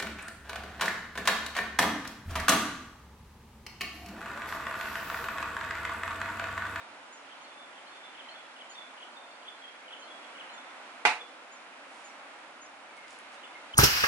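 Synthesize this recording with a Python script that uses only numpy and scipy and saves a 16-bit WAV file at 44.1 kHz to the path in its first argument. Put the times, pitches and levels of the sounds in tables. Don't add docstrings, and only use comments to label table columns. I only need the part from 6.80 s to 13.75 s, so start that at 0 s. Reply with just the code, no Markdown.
import sys
import numpy as np
from scipy import signal
from scipy.fft import rfft, irfft, next_fast_len
from scipy.io import wavfile
from scipy.ndimage import uniform_filter1d

SR = 44100
rng = np.random.default_rng(int(sys.argv[2]) if len(sys.argv) > 2 else 0)


def store_pcm(level_fs):
    pcm = np.round(np.clip(level_fs, -1, 1) * 32767).astype(np.int16)
    wavfile.write(sys.argv[1], SR, np.atleast_2d(pcm).T)


N = 306306
ROOM_T60_S = .28


def undb(db):
    return 10 ** (np.asarray(db) / 20)


def level(x, db):
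    return x * undb(db) / np.sqrt(np.mean(x ** 2))


def along(table, column, size):
    rows = np.array(table)
    bins_hz = np.fft.rfftfreq(size, 1 / SR)
    return np.interp(np.log(bins_hz + 1), np.log(rows[:, 0]), rows[:, column])


def walk(rate):
    k = int(SR / rate)
    held = np.repeat(rng.standard_normal(N // k + 1), k)
    return 1.53 * uniform_filter1d(uniform_filter1d(held, k), k)[:N]


def add(out, at_s, sound):
    i = int(at_s * SR)
    n = min(sound.shape[-1], N - i)
    out[..., i:i + n] += sound[..., :n]


def band(x, lo_hz, hi_hz):
    corners = [lo_hz, min(hi_hz, .45 * SR)]
    return signal.sosfilt(signal.butter(2, corners, "bandpass", fs=SR, output="sos"), x)


def panned(pan_db):
    return undb([[pan_db / 2], [-pan_db / 2]])


def echoes(x, t60, onset_s):
    t = np.arange(SR // 2) / SR
    tail = rng.standard_normal((2, len(t))) * (1 - np.exp(-t / onset_s)) * 1000 ** (-t / t60)
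    unit = tail / np.sqrt(np.sum(tail ** 2, axis=1, keepdims=True))
    return signal.fftconvolve(x[None], unit, axes=1)[:, :N]


# frequency in Hz, relative density in dB per Hz.
HISS_SPECTRUM = [(24, -69), (40, -62), (139, -26.5), (275, -4.5), (419, -10.5), (556, -2.5), (911, -0.5),
                 (1150, -2.5), (1420, -1), (1680, -4), (2390, -5.5), (5070, -19), (9550, -26.5),
                 (11000, -29.5), (14300, -74), (22000, -120)]
HISS_DB = -48.5
# frequency in Hz, likeness from 0 to 1,
# phase of right against left in rad, level of left minus right in dB.
PORT_COHERENCE = [(172.0, 0.89, -0.1, 0.3), (344.0, 0.84, -0.1, -0.3), (689.0, 0.7, -0.1, -2.0),
                  (1205.0, 0.45, -0.2, -1.2), (1722.0, 0.27, -1.0, -1.4), (2411.0, 0.16, -1.0, -1.9),
                  (3273.0, 0.29, -2.0, -2.8), (4134.0, 0.35, -2.3, -1.2), (5167.0, 0.28, -2.5, -2.9),
                  (6201.0, 0.23, -2.7, -3.2), (7407.0, 0.06, -1.3, -2.9), (8957.0, 0.16, -0.2, -2.6),
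                  (10680.0, 0.11, -0.2, -2.7)]


def hiss(swell_db=.5, flicker_db=0.63):
    size = next_fast_len(N)
    a, b = rfft(rng.standard_normal((2, size)))
    alike = np.clip(along(PORT_COHERENCE, 1, size), 0, 1)
    phase = along(PORT_COHERENCE, 2, size)
    pan = undb(along(PORT_COHERENCE, 3, size) / 2)
    right = alike * np.exp(1j * phase) * a + np.sqrt(1 - alike ** 2) * b
    both = np.array([a * pan, right / pan]) * undb(along(HISS_SPECTRUM, 1, size))
    octave = np.log2(np.fft.rfftfreq(size, 1 / SR) + 1)
    out, swell = 0, walk(2.68)
    for centre in range(0, 16):
        share = np.clip(1 - np.abs(octave - centre), 0, 1)
        gain = undb(swell_db * swell + flicker_db * walk(5))
        out = out + gain * irfft(both * share, size)[:, :N]
    return level(out, HISS_DB)


# centre in Hz, width in Hz, level in dB.
HUM_BAND = (101, 23, -89.5)


def hum():
    hz, width_hz, db = HUM_BAND
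    noise = band(rng.standard_normal(N), hz - width_hz / 2, hz + width_hz / 2)
    return level(noise * undb(3 * walk(1.5)), db)


def whistles(notes):
    dry, warble, flutter = np.zeros(N), walk(200), walk(130)
    for at_s, length, hz0, hz1, db in notes:
        t = np.arange(int(length * SR)) / SR
        here = np.minimum(int(at_s * SR) + np.arange(len(t)), N - 1)
        glide = hz0 + (hz1 - hz0) * t / length
        hz = glide * (1 + .012 * warble[here])
        shape = (1 - np.exp(-t / 0.003)) * np.sqrt(np.cos(np.pi / 2 * t / (t[-1] + 1 / SR)))
        tone = np.sqrt(2) * np.sin(2 * np.pi * np.cumsum(hz) / SR)
        add(dry, at_s, undb(db + 4 * flutter[here]) * shape * tone)
    return dry


def calls(table, contour):
    dry, (s, hz, db) = np.zeros(N), np.transpose(contour)
    t = np.arange(int(s[-1] * SR)) / SR
    for at_s, pitch, level_db in table:
        glide = pitch * np.interp(t, s, hz)
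        tone = np.sqrt(2) * np.sin(2 * np.pi * np.cumsum(glide) / SR)
        add(dry, at_s, undb(level_db + np.interp(t, s, db)) * tone)
    return dry


# start in seconds, pitch factor of the
# chirrup, its level in dB, rising note in Hz, its level in dB, held note in Hz, its level in dB,
# level of the held note's repeat in dB.
SONG_PHRASES = [(.468, 0.99, -51.5, 4300, -66, 3500, -60, -59),
                (.925, 1.01, -54, 4360, -61, 3500, -56.5, -54.5),
                (1.346, .99, -47, 4230, -57, 3400, -54.5, -65),
                (1.76, .97, -48, 4420, -62, 3515, -52.5, -62.5),
                (2.174, 0.97, -47, 4470, -64, 3620, -58, -64),
                (2.621, 1.0, -49.5, 4100, -59, 3325, -53, -63),
                (3.077, .98, -44.5, 4260, -61, 3366, -53.5, -61.5),
                (3.55, 0.95, -45.5, 4170, -59, 3490, -55, -69)]
PIP_S, PIP_LENGTH_S, PIP_HZ, PIP_DB = .138, 0.027, 3150, -8
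RISING_S, RISING_LENGTH_S, RISING_SPAN_HZ = .143, 0.051, 200
HELD_S, HELD_LENGTH_S, HELD_SAG_HZ = .19, 0.094, 29.6
AGAIN_S, AGAIN_LENGTH_S = .305, 0.095


def phrase_notes():
    notes = []
    for at_s, pitch, db, rising_hz, rising_db, held_hz, held_db, again_db in SONG_PHRASES:
        pip_hz, half_span = pitch * PIP_HZ, RISING_SPAN_HZ / 2
        sagged_hz = held_hz - HELD_SAG_HZ
        notes += [(at_s + PIP_S, PIP_LENGTH_S, pip_hz, pip_hz, db + PIP_DB),
                  (at_s + RISING_S, RISING_LENGTH_S, rising_hz - half_span, rising_hz + half_span, rising_db),
                  (at_s + HELD_S, HELD_LENGTH_S, held_hz, sagged_hz, held_db),
                  (at_s + AGAIN_S, AGAIN_LENGTH_S, held_hz, sagged_hz, again_db)]
    return notes


# start in seconds, length in seconds, first frequency in Hz,
# last frequency in Hz, level in dB.
OTHER_WHISTLES = [(0, 0.05, 3690, 3700, -63), (2.45, 0.17, 4500, 4550, -67),
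                  (2.676, 0.033, 3450, 3445, -48), (4.389, 0.051, 3540, 3370, -50),
                  (6.083, 0.26, 2330, 1918, -58.5), (6.57, 0.03, 3700, 3960, -61),
                  (6.628, 0.022, 3150, 2720, -45), (6.641, 0.025, 3450, 3440, -51.5),
                  (6.724, 0.019, 2975, 2800, -53), (6.742, 0.029, 2125, 2100, -53),
                  (6.935, 0.013, 3090, 3020, -38)]
# time after its start in seconds, frequency in Hz, level in dB.
CHIRRUP_CONTOUR = [(0, 3350, -25), (.004, 3200, -5), (.013, 2900, -6), (.022, 2950, -50), (.031, 3500, -5),
                   (.041, 2550, -9), (.049, 3650, -5), (.054, 3300, 0), (.064, 3000, 0), (.07, 2750, -30)]
# start in seconds, pitch factor, level in dB.
CHIP_CALLS = [(.32, 1.01, -53), (.61, .95, -64), (1.892, 1.0, -52), (3.19, .93, -60), (3.728, 1.02, -56),
              (4.714, 1.01, -54), (5.24, 1.0, -53), (5.81, .985, -53)]
# time after its start in seconds, frequency in Hz, level in dB.
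CHIP_CONTOUR = [(0, 6100, -20), (.008, 6800, -2), (.022, 6850, 0), (.03, 6300, -8), (.034, 6800, -5),
                (.044, 6850, -6), (.047, 5800, -30), (.051, 5700, -6), (.062, 5600, -8), (.068, 5300, -40)]
WINDOW_LAG = 4
YARD_T60_S, YARD_DB = .33, -3.5


def birds(pan_db=-1):
    chirrups = calls([row[:3] for row in SONG_PHRASES], CHIRRUP_CONTOUR)
    dry = whistles(phrase_notes() + OTHER_WHISTLES) + chirrups + calls(CHIP_CALLS, CHIP_CONTOUR)
    delayed = np.pad(dry, (WINDOW_LAG, 0))[:N]
    direct = np.array([delayed, dry]) * panned(pan_db)
    return direct + undb(YARD_DB) * echoes(band(dry, 1500, 5600), YARD_T60_S, .01)


# start in seconds, peak in dB before pan and echoes, centre frequency in Hz.
CRUST_CRACKS = [(6.168, -47, 7000), (6.176, -45, 9000), (6.281, -43, 4500), (6.307, -43, 5500),
                (6.329, -44, 8050), (6.388, -40, 9000), (6.543, -44, 3500)]
# start in seconds, length in seconds, level in dB before fades, pan and echoes.
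NOISE_SHOWERS = [(1.137, 0.053, -69), (5.049, 0.29, -64.5), (6.259, 0.13, -61.5), (6.501, .08, -63.5)]


def cracks_and_showers(pan_db=-3, wet_db=-3):
    dry, t = np.zeros(N), np.arange(400) / SR
    for at_s, db, hz in CRUST_CRACKS:
        burst = band(rng.standard_normal(len(t)) * np.exp(-t / 0.0013), 0.51 * hz, 1.5 * hz)
        add(dry, at_s, undb(db) * burst / np.abs(burst).max())
    for at_s, length, db in NOISE_SHOWERS:
        n = int(length * SR)
        grains = rng.standard_normal(n) * undb(2.5 * rng.exponential(size=n))
        fade = np.sin(np.pi * np.arange(n) / n)
        add(dry, at_s, level(band(grains, 1500, 8900), db) * fade)
    return dry * panned(pan_db) + undb(wet_db) * echoes(dry, ROOM_T60_S, .003)


# frequency in Hz, relative level in dB, time to decay by 60 dB in seconds.
DAMPED_PARTIALS = [(268, -27, 0.28), (481, -26, 0.55), (733, -12.5, 0.32), (863, -5, 0.28), (879, -11, 0.3),
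                   (974, -17, 0.28), (1193, -18, 0.36), (1328, -15.5, 0.3), (1508, -12, 0.26),
                   (1694, -25, .2), (1900, -18, 0.31), (2030, -7.5, 0.28), (2176, -16, 0.19),
                   (2290, -13.5, 0.29), (2370, -10, 0.18), (2440, -13, 0.31), (2570, -16, 0.35),
                   (2786, -10.5, 0.26), (3926, -16, 0.21), (4100, -28, .18), (1020, -12, 0.009)]


def damped_partials(t, spread_s):
    hz, db, t60 = np.transpose(DAMPED_PARTIALS)[:, :, None]
    chance = rng.standard_normal((len(hz), 2))
    skew = 2 * np.pi * hz * spread_s * chance[:, 1:]
    waver_db = 4 * np.array([walk(80)[:SR] for _ in hz])
    envelope = undb(db + waver_db) * 1000 ** (-t / t60)
    phase = 2 * np.pi * hz * t + 0.62 * chance[:, :1]
    return np.array([np.sum(envelope * np.sin(phase + side * skew), axis=0) for side in (1, -1)])


# frequency in Hz, relative density in dB per Hz.
WALL_COLOUR = [(35, -75), (60, -55), (144, -26), (567, -13.5), (858, -0.5), (1070, -5.5), (1880, -7),
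               (2340, -2), (3240, -14.5), (3860, -13.5), (11000, -32), (14300, -68), (22000, -120)]


def wall_tail(t, tail_db, alike_hz):
    alike = 1 / (1 + (np.fft.rfftfreq(SR, 1 / SR) / alike_hz) ** 4)
    shared, own = rfft(rng.standard_normal(SR)), rfft(rng.standard_normal((2, SR)))
    mixed = np.sqrt(alike) * shared + np.sqrt(1 - alike) * own
    noise = irfft(mixed * undb(along(WALL_COLOUR, 1, SR)), SR)
    return level(noise, tail_db) * (1 - np.exp(-t / 0.00058)) * 1000 ** (-t / ROOM_T60_S)


# frequency in Hz, width in Hz, level in dB before onset and decay.
TABLE_THUD = (170, 18, -40.5)


def table_thud(t):
    hz, width_hz, db = TABLE_THUD
    envelope = (1 - np.exp(-t / 0.016)) * np.exp(-np.pi * width_hz * t)
    return undb(db) * envelope * np.sin(2 * np.pi * hz * t)


# start in seconds, gain of ring and tail in dB.
BLOWS = [(4.251, -6)]


def knock(pan_db=-4.0, shade_hz=400, tail_db=-12, ring_db=-13, spread_s=.00005, alike_hz=1500):
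    out, t = np.zeros((2, N)), np.arange(SR) / SR
    for at_s, gain_db in BLOWS:
        ring = damped_partials(t, spread_s) * (1 - np.exp(-t / .00025))
        tail = wall_tail(t, tail_db, alike_hz)
        blow = band(undb(gain_db) * (tail - undb(ring_db) * ring), 220, 18000)
        shaded = signal.sosfilt(signal.butter(1, shade_hz, "highpass", fs=SR, output="sos"), blow)
        add(out, at_s, blow + shaded * (panned(pan_db) - 1) + table_thud(t))
    return out


def scene():
    return hiss() + hum() + birds() + cracks_and_showers() + knock()


TOP_HZ = 11100


def record(dry):
    return signal.sosfilt(signal.ellip(12, .3, 60, TOP_HZ, fs=SR, output="sos"), dry)


dry = scene()
out = record(dry)
store_pcm(out)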